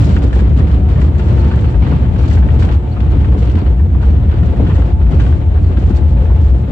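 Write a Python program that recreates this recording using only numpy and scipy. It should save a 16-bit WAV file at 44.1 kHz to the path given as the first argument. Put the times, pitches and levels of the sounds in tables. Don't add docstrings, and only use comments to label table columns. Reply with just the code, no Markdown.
import sys
import numpy as np
from scipy import signal
from scipy.fft import rfft, irfft, next_fast_len
from scipy.io import wavfile
from scipy.ndimage import uniform_filter1d, minimum_filter1d

SR = 44100
rng = np.random.default_rng(int(sys.argv[2]) if len(sys.argv) > 2 else 0)


def log_audio(samples):
    frames = np.atleast_2d(samples).T
    limited = np.clip(frames, -1, 1)
    pcm = np.round(limited * 32767).astype(np.int16)
    wavfile.write(sys.argv[1], SR, pcm)


N = 295911
TIME_S = np.arange(N) / SR

# centre in seconds, level in dB, pitch in Hz.
RUTS = [(0.149, -3.5, 78.7), (.268, -2.5, 62.2), (0.544, 0, 67.4), (0.846, -7, 70), (1.052, 0, 74.8),
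        (1.46, -5.5, 65.4), (1.8, -0.5, 62.8), (2.218, -4, 63.3), (2.42, 0, 70.8), (2.527, -5, 73.5),
        (2.747, -4.5, 67.8), (3.01, -4.5, 65.5), (3.212, -2.5, 70.1), (3.69, -6, 61.5), (3.96, -5.5, 70.7),
        (4.3, -5.5, 70.1), (4.736, -3, 79.7), (5.067, -2, 63.9), (5.2, -2.5, 64.2), (5.33, -3.5, 72.3),
        (5.45, -10, 71.2), (5.559, -7.5, 66.9), (5.97, -6, 68), (6.057, -3, 73.3), (6.33, -3.5, 64),
        (6.443, -2, 74.8), (6.534, -3, 59.8)]
# time in seconds, level in dB.
WASHBOARD = [(0, -7.5), (.4, -6), (1.4, -8), (2.74, -5), (2.81, -8.5), (2.91, -18.5), (3.0, -5), (4.8, -7),
             (5.33, -3), (5.4, -11.5), (5.5, -5), (5.76, -6), (5.82, -11.5), (5.9, -5.5), (6.55, -9),
             (6.63, -11.5)]
# time in seconds, roughness over average ground in dB.
ROUGHNESS = [(0, 6.5), (.4, -1), (.52, 4.5), (.64, 2), (.82, -3), (1.0, 4.5), (1.11, -3), (1.3, 4.5),
             (1.66, 2.5), (1.77, 2), (1.86, 4.5), (1.95, 3.5), (2.1, 0.5), (2.28, 3.5), (2.7, 3),
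             (2.8, -4.5), (3.15, 2.5), (3.58, -2), (3.68, -0.5), (3.76, -4), (3.9, -6), (3.98, -4),
             (4.08, -0.5), (4.57, 0), (4.67, 3.5), (4.8, 0.5), (4.9, 0.5), (4.96, -7.5), (5.04, -0.5),
             (5.2, 4), (5.44, -3), (5.9, -1), (6.71, -2)]
# time in seconds, level in dB, clunk offset in dB.
THUMPS = [(0.243, -10, -20), (0.364, -28.5, 11.5), (0.421, -11.5, -13), (1.028, -8.5, -8.5),
          (1.369, -18.5, -3.5), (1.92, -14, -10.5), (2.519, -20.5, -18.5), (2.594, -10.5, -21.5),
          (3.165, -11, -26), (3.324, -26, -3), (3.348, -21.5, 0), (3.561, -5, -26), (3.624, -11.5, -33),
          (4.104, -10, -24), (4.597, -10.5, -10), (4.621, -8, -16), (4.79, -13.5, -23), (5.133, -18.5, -7),
          (5.704, -16.5, -12), (5.785, -12.5, -24), (5.873, -22, -7.5), (5.904, -6, -32),
          (6.152, -16.5, -27)]
# time in seconds, level in dB.
ENGINE = [(0, -23), (1.5, -18), (2.8, -28), (3.2, -19.5), (4.2, -22.5), (4.8, -17), (5.4, -19.5),
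          (6.4, -17), (6.71, -32.5)]
# start in seconds, level in dB, pitch in Hz.
SHELL_BLOWS = [(.243, -16, 350), (.638, -24, 360), (1.026, -17, 342), (1.194, -21, 376), (2.608, -20, 396),
               (2.642, -25, 463), (3.336, -23, 456), (3.36, -20, 423), (3.423, -20, 488),
               (3.484, -13.5, 310), (3.542, -13, 320), (3.57, -18, 295), (3.668, -26, 393),
               (4.159, -22, 343), (4.338, -18, 352), (4.594, -16.5, 441), (4.62, -22, 520),
               (5.139, -17, 376)]
# start in seconds, level in dB, panel re ring in dB.
KNOCKS = [(0.1658, -25.5, -1), (0.329, -30.5, -15), (0.392, -31.5, -14), (0.589, -35.5, -3),
          (.6994, -40, -8), (0.9577, -33, -6), (1.0157, -28, -13), (1.1488, -38.5, -8), (1.195, -31, -10),
          (1.3783, -35, -4), (1.436, -37, -4), (1.4642, -42, -4), (1.513, -28.5, 0.5), (1.5747, -34.5, 0),
          (1.6433, -32.5, -10), (1.743, -34, -3), (1.8648, -34, 5), (1.923, -33, 7), (2.0528, -36, 2),
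          (2.159, -39, -5), (2.238, -35, 3), (2.312, -31, -4), (2.3723, -32, -16), (2.425, -33, 3),
          (2.487, -30.5, -1.5), (2.623, -27, -7), (2.689, -29.5, -7), (2.9668, -37, 6), (3.0046, -40, -10),
          (3.0747, -37, 0), (3.245, -32, -1), (3.324, -34, 0), (3.5794, -33, 1), (3.6647, -35.5, -6),
          (3.7944, -38.5, -1), (3.947, -43.5, 12), (4.0034, -40, 0), (4.027, -34.5, 6.5),
          (4.2943, -35, 2.5), (4.3257, -34, -8), (4.3992, -39, -2), (4.431, -37, -2), (4.561, -40, -8),
          (4.6677, -30, -16), (4.698, -33.5, 2.5), (4.7163, -37, 2), (4.7552, -34, -2), (4.82, -37, 2),
          (5.0146, -39, -2), (5.065, -32.5, 1), (5.131, -34, -4), (5.1986, -25, -14), (5.214, -31, -11),
          (5.265, -33, -3), (5.3247, -31.5, -6), (5.5763, -39, 0), (5.7686, -31, -15), (5.904, -37, -1),
          (6.2566, -39, -5), (6.3007, -40, 10)]
# frequency in Hz, level in dB, T60 in seconds.
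FITTING_MODES = [(950, -8, .05), (1150, -5, .04), (1380, -2, .04), (1500, -1, .045), (1640, 0, .045),
                 (1845, 0, .045), (2400, -9, .03), (2650, -9, .03), (3080, -12, .025)]
# start in seconds, level in dB.
SNAPS = [(0.0924, -28), (0.2208, -30), (0.575, -29), (.6714, -31), (0.7142, -30.5), (0.7452, -30.5),
         (0.902, -33.5), (1.1932, -29.5), (1.2228, -30), (1.4442, -30), (1.5896, -29), (1.9544, -34.5),
         (2.164, -34), (2.3112, -34.5), (2.505, -31), (2.591, -29), (3.0032, -30.5), (3.3204, -33.5),
         (3.4283, -27), (3.4735, -32), (3.4978, -29), (3.556, -32), (3.664, -34.5), (3.714, -34.5),
         (4.165, -40), (4.3122, -36), (4.8214, -37), (5.2105, -30.5), (5.2644, -33.5), (5.7728, -30.5)]
# start in seconds, rattle level in dB, hold in seconds, jingle re rattle in dB.
JOLTS = [(.003, -36, 0.062, -3.5), (0.091, -36.5, 0.076, -10), (0.22, -38, 0.032, -8),
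         (0.327, -35, 0.082, -10.5), (0.564, -38, 0.036, -10.5), (0.67, -38.5, 0.082, -16),
         (0.887, -33.5, 0.018, -19), (1.011, -32.5, 0.038, -11.5), (1.18, -38, 0.026, -11),
         (1.281, -38, 0.086, -9.5), (1.442, -40.5, 0.12, -12), (1.645, -41, 0.056, -11),
         (1.82, -34.5, 0.14, -25), (2.18, -35.5, 0.071, -11.5), (2.278, -39, 0.069, -4),
         (2.595, -32, 0.054, -11.5), (2.711, -32.5, 0.026, -19.5), (3, -37.5, 0.0099, -24),
         (3.238, -41, 0.014, -18), (3.097, -43, 0.031, -15), (3.374, -40.5, 0.026, -8.5),
         (3.421, -39, 0.1, -12), (3.552, -32.5, 0.039, -17.5), (3.66, -43, 0.018, -24),
         (4.01, -39, 0.062, -16), (4.311, -37, 0.062, -29.5), (4.432, -42.5, 0.062, -11.5),
         (4.678, -45, 0.053, -15), (4.745, -50, 0.022, 1), (4.83, -42.5, 0.088, -16),
         (5.104, -38.5, 0.033, -11.5), (5.198, -37, 0.018, -3.5), (5.297, -44, 0.052, -11.5),
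         (5.62, -45.5, 0.069, -11), (5.769, -47, 0.16, -4.5), (5.948, -39.5, 0.025, -4),
         (6.076, -52, 0.045, -2), (6.194, -53.5, 0.066, -3), (6.413, -48, 0.086, -4)]
# centre in Hz, gain of the added band in dB.
METAL_BANDS = [(4430, -6), (5790, -8), (7600, -8), (8950, -4)]
# time in seconds, mesh pitch in Hz, mesh level in dB, upper pair level in dB.
GEARS = [(0, 357.2, -35.5, -56), (.8, 360.4, -37, -50), (1.2, 358.2, -35, -43), (2, 353.2, -35.5, -44),
         (2.7, 351, -36, -47.5), (3.2, 350, -38, -48), (4.3, 344.2, -38.5, -53.5), (5.2, 348, -37, -46.5),
         (5.8, 347.4, -42, -52.5), (6.0, 345.7, -36.5, -42.5), (6.6, 347.2, -38, -46)]
# multiple of the mesh pitch, level offset in dB.
UPPER_PAIR = [(2.475, -5), (2.53, 0)]
# time in seconds, pitch in Hz, level in dB.
AXLE = [(0, 760, -44.5), (.35, 760, -47.5), (.8, 737, -47), (2.0, 725, -46), (2.6, 735, -46),
        (3.0, 730, -43.5), (3.6, 715, -48), (4.2, 703, -46), (4.8, 712, -45), (5.4, 722, -50.5),
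        (5.9, 724, -46), (6.3, 720, -43.5), (6.71, 723, -54)]
# time in seconds, lower tone level in dB, upper tone level in dB.
DRONE = [(0, -27, -63), (1, -34, -62), (1.6, -42, -61), (5.8, -43, -56), (6.05, -41.5, -47),
         (6.71, -38, -42)]
# start in seconds, level in dB, length in seconds.
SQUEAKS = [(1.391, -46, .03), (1.442, -55, .025), (1.485, -48, .05), (1.665, -51, .03), (2.912, -51, 0.03),
           (3.595, -50, 0.042), (3.658, -53, .025), (4.084, -55, .035), (5.633, -53, 0.058)]
# frequency in Hz, coherence from 0 to 1.
COHERENCE = [(60, 0.95), (120, 0.96), (250, 0.83), (500, 0.54), (1000, 0), (4000, 0)]
# frequency in Hz, relative gain in dB.
RUMBLE_EQ = [(15, -29.5), (28, -28), (36, -21.5), (46, -3), (57, 9.5), (68, -3.5), (80, -5.5), (92, 5.5),
             (110, -16.5), (170, -39)]
PANEL_EQ = [(50, -35.5), (85, -4), (108, 2.5), (135, -3.5), (165, -6), (205, -9), (245, -14.5),
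            (300, -15.5), (380, -29.5), (600, -37.5), (1500, -89)]
TYRE_EQ = [(150, -25.5), (300, 1), (380, -0.5), (480, -1), (600, -5), (700, -7), (800, -9.5), (880, -9),
           (960, -13), (1300, -17), (2200, -23), (4000, -31.5), (9000, -76)]
SNAP_EQ = [(600, -25.5), (1300, 0.5), (2000, 0.5), (2600, -0.5), (2980, 6.5), (3400, 0), (4300, -7.5),
           (5500, -17), (8000, -21), (9600, -41.5)]
TRIM_EQ = [(400, -25.5), (800, 7.5), (1350, 5.5), (1850, -1.5), (2300, -1.5), (3100, -5), (3700, -7.5),
           (4400, -12), (5200, -21), (9000, -48.5)]
GRAVEL_EQ = [(400, -30.5), (900, 2.5), (1350, 6), (1650, -1), (2100, -3), (2600, -4.5), (3150, -4),
             (3700, -12), (4400, -20), (5200, -27), (9000, -51.5)]
JINGLE_EQ = [(1500, -20), (3000, 2.5), (4300, 3.5), (5200, -1), (6500, -3), (7700, -4.5), (8700, -11),
             (9600, -23), (10500, -32.5), (15000, -21.5)]
THUD_EQ = [(70, -25.5), (170, 3), (240, 0), (330, -9.5), (450, -22), (1000, -55.5)]
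CLUNK_EQ = [(200, -26.5), (380, .5), (520, -1.5), (700, -10), (1100, -16), (3000, -66)]
HISS_EQ = [(2000, -9), (5000, -7), (8000, -2.5), (9800, -20), (15000, -14)]


def boom(throb_s=.128, sway_depth=.12, sway_hz=9, rumble_db=-7):
    throbs = np.zeros((2, N))
    swell = np.hanning(int(throb_s * SR)) ** .75
    t = TIME_S[:len(swell)]
    for centre_s, db, hz in list(RUTS) + lesser_ruts():
        start_cycles, sway_cycles = rng.random(2)
        sway = sway_depth * np.sin(2 * np.pi * (sway_cycles + sway_hz * t))
        phase = 2 * np.pi * (start_cycles + np.cumsum(hz * (1 + sway)) / SR)
        add(throbs, undb(db + 1) * swell * np.sin(phase + np.array([[.1], [0]])), centre_s - throb_s / 2)
    rumble = steady(colour(cabin_noise(), RUMBLE_EQ), span_s=.082)
    rumble *= undb(curves(WASHBOARD)[0] + rumble_db)
    rocking = undb(np.array([[1], [-1]]) * walk(18))
    return pan(throbs * rocking + rumble, left_db=1)


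def lesser_ruts(spacing_s=.108, pitch_hz=69):
    marks_s = [-spacing_s / 2] + [rut[0] for rut in RUTS] + [TIME_S[-1] + spacing_s / 2]
    hops_s = []
    for from_s, to_s in zip(marks_s, marks_s[1:]):
        steps = max(round((to_s - from_s) / spacing_s), 1)
        hops_s.extend(np.linspace(from_s, to_s, steps + 1)[1:-1])
    late, strength, detune = rng.standard_normal((N // 1000, 3))[:len(hops_s)].T
    db = np.interp(hops_s, *np.transpose(WASHBOARD)) + .5 * strength
    return list(zip(hops_s + .0054 * late, db, pitch_hz + 5.33 * detune))


def panel_drumming():
    drumming = steady(colour(cabin_noise(), PANEL_EQ), span_s=.14)
    return pan(drumming * road_gain(-16, slope=.84, flutter_db=1.75), left_db=1)


def tyre_roar():
    roar = colour(cabin_noise() * undb(1.47 * walk(70)), TYRE_EQ)
    return pan(roar * road_gain(-29.5, slope=.71), left_db=3.5)


def suspension_thumps(t60_s=.1, rise_s=.018, lead_s=.004):
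    thud_gain, clunk_gain = np.zeros((2, N))
    t = TIME_S[:SR // 4]
    push = fade(t, t60_s) * (1 - fade(t, rise_s))
    for time_s, db, clunk_db in THUMPS:
        add(thud_gain, undb(db - 1) * push, time_s - lead_s)
        add(clunk_gain, undb(db + clunk_db + 1.5) * push, time_s - lead_s)
    thud = steady(colour(cabin_noise(), THUD_EQ), span_s=.01)
    clunk = steady(colour(cabin_noise(), CLUNK_EQ), span_s=.0099)
    return pan(thud * thud_gain + clunk * clunk_gain, left_db=1.5)


def engine_hum():
    firing_hz = curves(GEARS)[0] / 4
    return pan(tone(firing_hz, curves(ENGINE)[0], lead_rad=.1, waver=.004), left_db=.8)


def shell_thuds(t60_s=.039, contact_s=.007, overtone_ratio=1.42, overtone_db=-11):
    out, t = np.zeros((2, N)), TIME_S[:SR // 5]
    attack = np.sin(np.pi / 2 * np.minimum(t / contact_s, 1)) ** 2
    envelope = attack * fade(np.maximum(t - contact_s, 0), t60_s)
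    for start_s, db, hz in SHELL_BLOWS:
        phase = 2 * np.pi * hz * t + .5 * rng.standard_normal((2, 1))
        ring = np.sin(phase) + undb(overtone_db) * np.sin(overtone_ratio * phase)
        add(out, undb(db) * envelope * ring, start_s)
    return pan(out, left_db=-.5)


def fitting_knocks(bounce_s=.003, bounce_db=-8, left_lead_s=.00012):
    out, t = np.zeros((2, N)), TIME_S[:SR // 8]
    mode_hz, mode_db, t60_s = np.transpose(FITTING_MODES)[:, :, None]
    for start_s, db, panel_db in list(KNOCKS) + taps():
        detune, strength = rng.standard_normal((2, len(FITTING_MODES), 1))
        seating = 1 + .035 * rng.standard_normal()
        modes = np.sin(2 * np.pi * mode_hz * seating * (1 + .02 * detune) * t)
        envelopes = undb(mode_db + 3.5 * strength) * fade(t, t60_s)
        ring = band(np.sum(envelopes * modes, axis=0), 600, 3500)
        grit = rng.standard_normal(len(t)) * (rng.random(len(t)) < .04)
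        crack = band(grit, 1000, 3400) * fade(t, .04)
        panel = band(rng.standard_normal(len(t)), 670, 1300) * fade(t, .047)
        blow = (unit(ring) + undb(-6) * unit(crack) + undb(panel_db) * unit(panel)) * undb(db - 15.2)
        direct = stereo(blow, -left_lead_s)
        add(out, direct + reflections(blow), start_s)
        add(out, direct * undb(bounce_db), start_s + bounce_s * (.5 + rng.random()))
    return pan(out, left_db=1)


def taps(count=8, base_db=-40, spread_db=2.5, panel_db=-4.5):
    starts_s = (np.arange(count) + rng.random(count)) / count * TIME_S[-1]
    levels_db = base_db + np.interp(starts_s, *np.transpose(ROUGHNESS))
    levels_db -= spread_db * rng.standard_normal(count)
    return [(start_s, db, panel_db) for start_s, db in zip(starts_s, levels_db)]


def stone_snaps(t60_s=.024, rebound_s=.0064, rebound_db=-7):
    out, t = np.zeros((2, N)), TIME_S[:SR // 10]
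    for start_s, db in SNAPS:
        contact = rng.standard_normal((2, len(t))) * fade(t, t60_s)
        gap_s = rebound_s * (.5 + rng.random())
        add(out, contact * undb(db), start_s)
        add(out, contact[::-1] * undb(db + rebound_db), start_s + gap_s)
    return colour(out, SNAP_EQ) * np.std(out) * undb(-5)


def chatter():
    gravel = colour(contacts(rate_hz=900, spread_db=3.4, t60_s=.025, wet_db=1), GRAVEL_EQ)
    trim = colour(contacts(rate_hz=800, spread_db=2.6, t60_s=.03, wet_db=4), TRIM_EQ)
    gravel_gain = road_gain(-45.5, slope=1, flutter_db=-.5) * pre_jolt_swell()
    trim_gain, _ = jolt_gains()
    return pan(gravel * gravel_gain + trim * trim_gain, left_db=-.5)


def metal_jingle(half_width_hz=70):
    hits = colour(contacts(rate_hz=600, spread_db=2, t60_s=.03, wet_db=8), JINGLE_EQ)
    ring = sum(undb(db) * band(hits, hz - half_width_hz, hz + half_width_hz) for hz, db in METAL_BANDS)
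    ground_gain = road_gain(-58.5, slope=1.5, flutter_db=1.5) * pre_jolt_swell()
    _, jolt_gain = jolt_gains()
    return pan(unit(hits + ring) * np.hypot(ground_gain, jolt_gain), left_db=1.5)


def jolt_gains(attack_s=.0016, t60_s=.16):
    gains, t = np.zeros((2, N)), TIME_S[:SR // 2]
    for start_s, db, hold_s, jingle_db in JOLTS:
        envelope = np.minimum(t / attack_s, 1) * fade(np.maximum(t - hold_s, 0), t60_s)
        add(gains, undb([[db], [db + jingle_db]]) * envelope, start_s)
    return gains


def pre_jolt_swell(length_s=.071, rise_db=2):
    db = np.zeros(N)
    for start_s, *_ in JOLTS:
        add(db, rise_db * np.sqrt(np.hanning(int(length_s * SR))), start_s - length_s)
    return undb(db)


def driveline_whine(drone_ratios=(.795, 1.631)):
    mesh_hz, mesh_db, upper_db = curves(GEARS)
    drone = sum(tone(mesh_hz * ratio, db, lead_rad=1) for ratio, db in zip(drone_ratios, curves(DRONE)))
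    mesh = tone(mesh_hz, mesh_db, lead_rad=.41)
    axle = tone(*curves(AXLE), lead_rad=-.05, waver=.006, flutter_db=3)
    upper = sum(tone(mesh_hz * ratio, upper_db + db, lead_rad=-1.6, waver=.00802, flutter_db=3)
                for ratio, db in UPPER_PAIR)
    return pan(mesh + axle + drone, left_db=.5) + pan(upper, left_db=-5)


def trim_squeaks(pitch_hz=4330, half_width_hz=240, grain_db=3):
    envelope = np.zeros(N)
    for start_s, db, length_s in SQUEAKS:
        add(envelope, undb(db) * np.sqrt(np.hanning(int(length_s * SR))), start_s)
    rub = band(rng.standard_normal((2, N)), pitch_hz - half_width_hz, pitch_hz + half_width_hz)
    return envelope * unit(rub * undb(grain_db * walk(160)))


def hiss(level_db=-62):
    return colour(rng.standard_normal((2, N)), HISS_EQ) * undb(level_db)


def road_gain(base_db, slope, flutter_db=0):
    return undb(base_db + slope * curves(ROUGHNESS)[0] + flutter_db * walk(22))


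def contacts(rate_hz, spread_db, t60_s, wet_db, left_lag_s=.00039):
    hardness = np.minimum(rng.exponential(size=N), 4)
    clicks = (rng.random(N) < rate_hz / SR) * rng.choice([-1, 1], N) * undb(spread_db * hardness)
    tail = fade(TIME_S[:SR // 10], t60_s) ** 2
    tail_power = np.abs(signal.fftconvolve(clicks ** 2, tail / tail.sum())[:N])
    return stereo(clicks, left_lag_s) + undb(wet_db) * np.sqrt(tail_power) * rng.standard_normal((2, N))


def tone(hz, db, lead_rad, waver=.0045, flutter_db=2):
    phase = 2 * np.pi * np.cumsum(hz * (1 + waver * walk(25))) / SR
    return np.sqrt(2) * undb(db + flutter_db * walk(16)) * np.sin(phase + np.array([[lead_rad], [0]]))


def cabin_noise():
    size = next_fast_len(N)
    mid, side = rfft(rng.standard_normal((2, size)))
    coherence = over_hz(COHERENCE, size)
    mid, side = mid * np.sqrt(1 + coherence), side * np.sqrt(1 - coherence)
    return irfft(np.array([mid + side, mid - side]), size)[:, :N]


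def reflections(x, t60_s=.06, delay_s=.002, wet_db=-3):
    t = TIME_S[:len(x)]
    response = rng.standard_normal((2, len(t))) * fade(t, t60_s) * (t > delay_s)
    echoes = signal.fftconvolve(x[None], response, axes=1)[:, :len(x)]
    return unit(echoes) * np.std(x) * undb(wet_db)


def cabin_null(x, centre_hz=95.3, width_hz=13.3, depth_db=-7):
    size = next_fast_len(N + SR // 2)
    dip = np.exp(-((np.fft.rfftfreq(size, 1 / SR) - centre_hz) / (width_hz / 2)) ** 2)
    return irfft(rfft(x, size) * undb(depth_db * dip), size)[:, :N]


def colour(x, eq):
    size = next_fast_len(N)
    cutoff_hz = 2 * eq[-1][0]
    rolloff = 1 / (1 + (np.fft.rfftfreq(size, 1 / SR) / cutoff_hz) ** 4)
    return unit(irfft(rfft(x, size) * undb(over_hz(eq, size)) * rolloff, size)[..., :N])


def over_hz(table, size):
    hz, value = np.transpose(table)
    return np.interp(np.log(np.fft.rfftfreq(size, 1 / SR) + 1e-3), np.log(hz), value)


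def curves(table):
    times_s, *columns = np.transpose(table)
    return [np.interp(TIME_S, times_s, column) for column in columns]


def steady(x, span_s):
    size = int(span_s * SR)
    power = uniform_filter1d(uniform_filter1d(np.mean(x ** 2, axis=0), size), size)
    return x / np.sqrt(power + 1e-9)


def walk(rate_hz):
    size = int(SR / rate_hz)
    steps = np.repeat(rng.standard_normal(N // size + 1), size)
    return 1.193 * uniform_filter1d(steps, size)[:N]


def band(x, low_hz, high_hz):
    return signal.sosfilt(signal.butter(4, [low_hz, high_hz], "band", fs=SR, output="sos"), x)


def stereo(x, left_lag_s):
    return np.array([np.roll(x, round(left_lag_s * SR)), x])


def pan(x, left_db):
    return x * undb(np.array([[left_db], [-left_db]]) / 2)


def add(out, sound, start_s):
    start = max(int(start_s * SR), 0)
    out[..., start:start + sound.shape[-1]] += sound[..., :max(N - start, 0)]


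def fade(t, t60_s):
    return np.exp(-np.log(1000) * t / t60_s)


def unit(x):
    return x / np.sqrt(np.mean(x ** 2))


def undb(db):
    return 10 ** (np.asarray(db) / 20)


def scene():
    road = cabin_null(boom() + panel_drumming() + tyre_roar() + suspension_thumps())
    bed = engine_hum() + chatter() + metal_jingle() + hiss()
    impacts = fitting_knocks() + stone_snaps() + shell_thuds()
    return road + bed + impacts + trim_squeaks() + driveline_whine()


def record(dry, ceiling=1.0, hold_s=.022, cutoff_hz=15700):
    size = int(hold_s * SR) | 1
    allowed_gain = np.minimum(1, ceiling / (np.abs(dry).max(axis=0) + 1e-9))
    gain = uniform_filter1d(minimum_filter1d(allowed_gain, size), size)
    return signal.sosfilt(signal.ellip(8, .2, 70, cutoff_hz, fs=SR, output="sos"), dry * gain)


dry = scene()
out = record(dry)
log_audio(out)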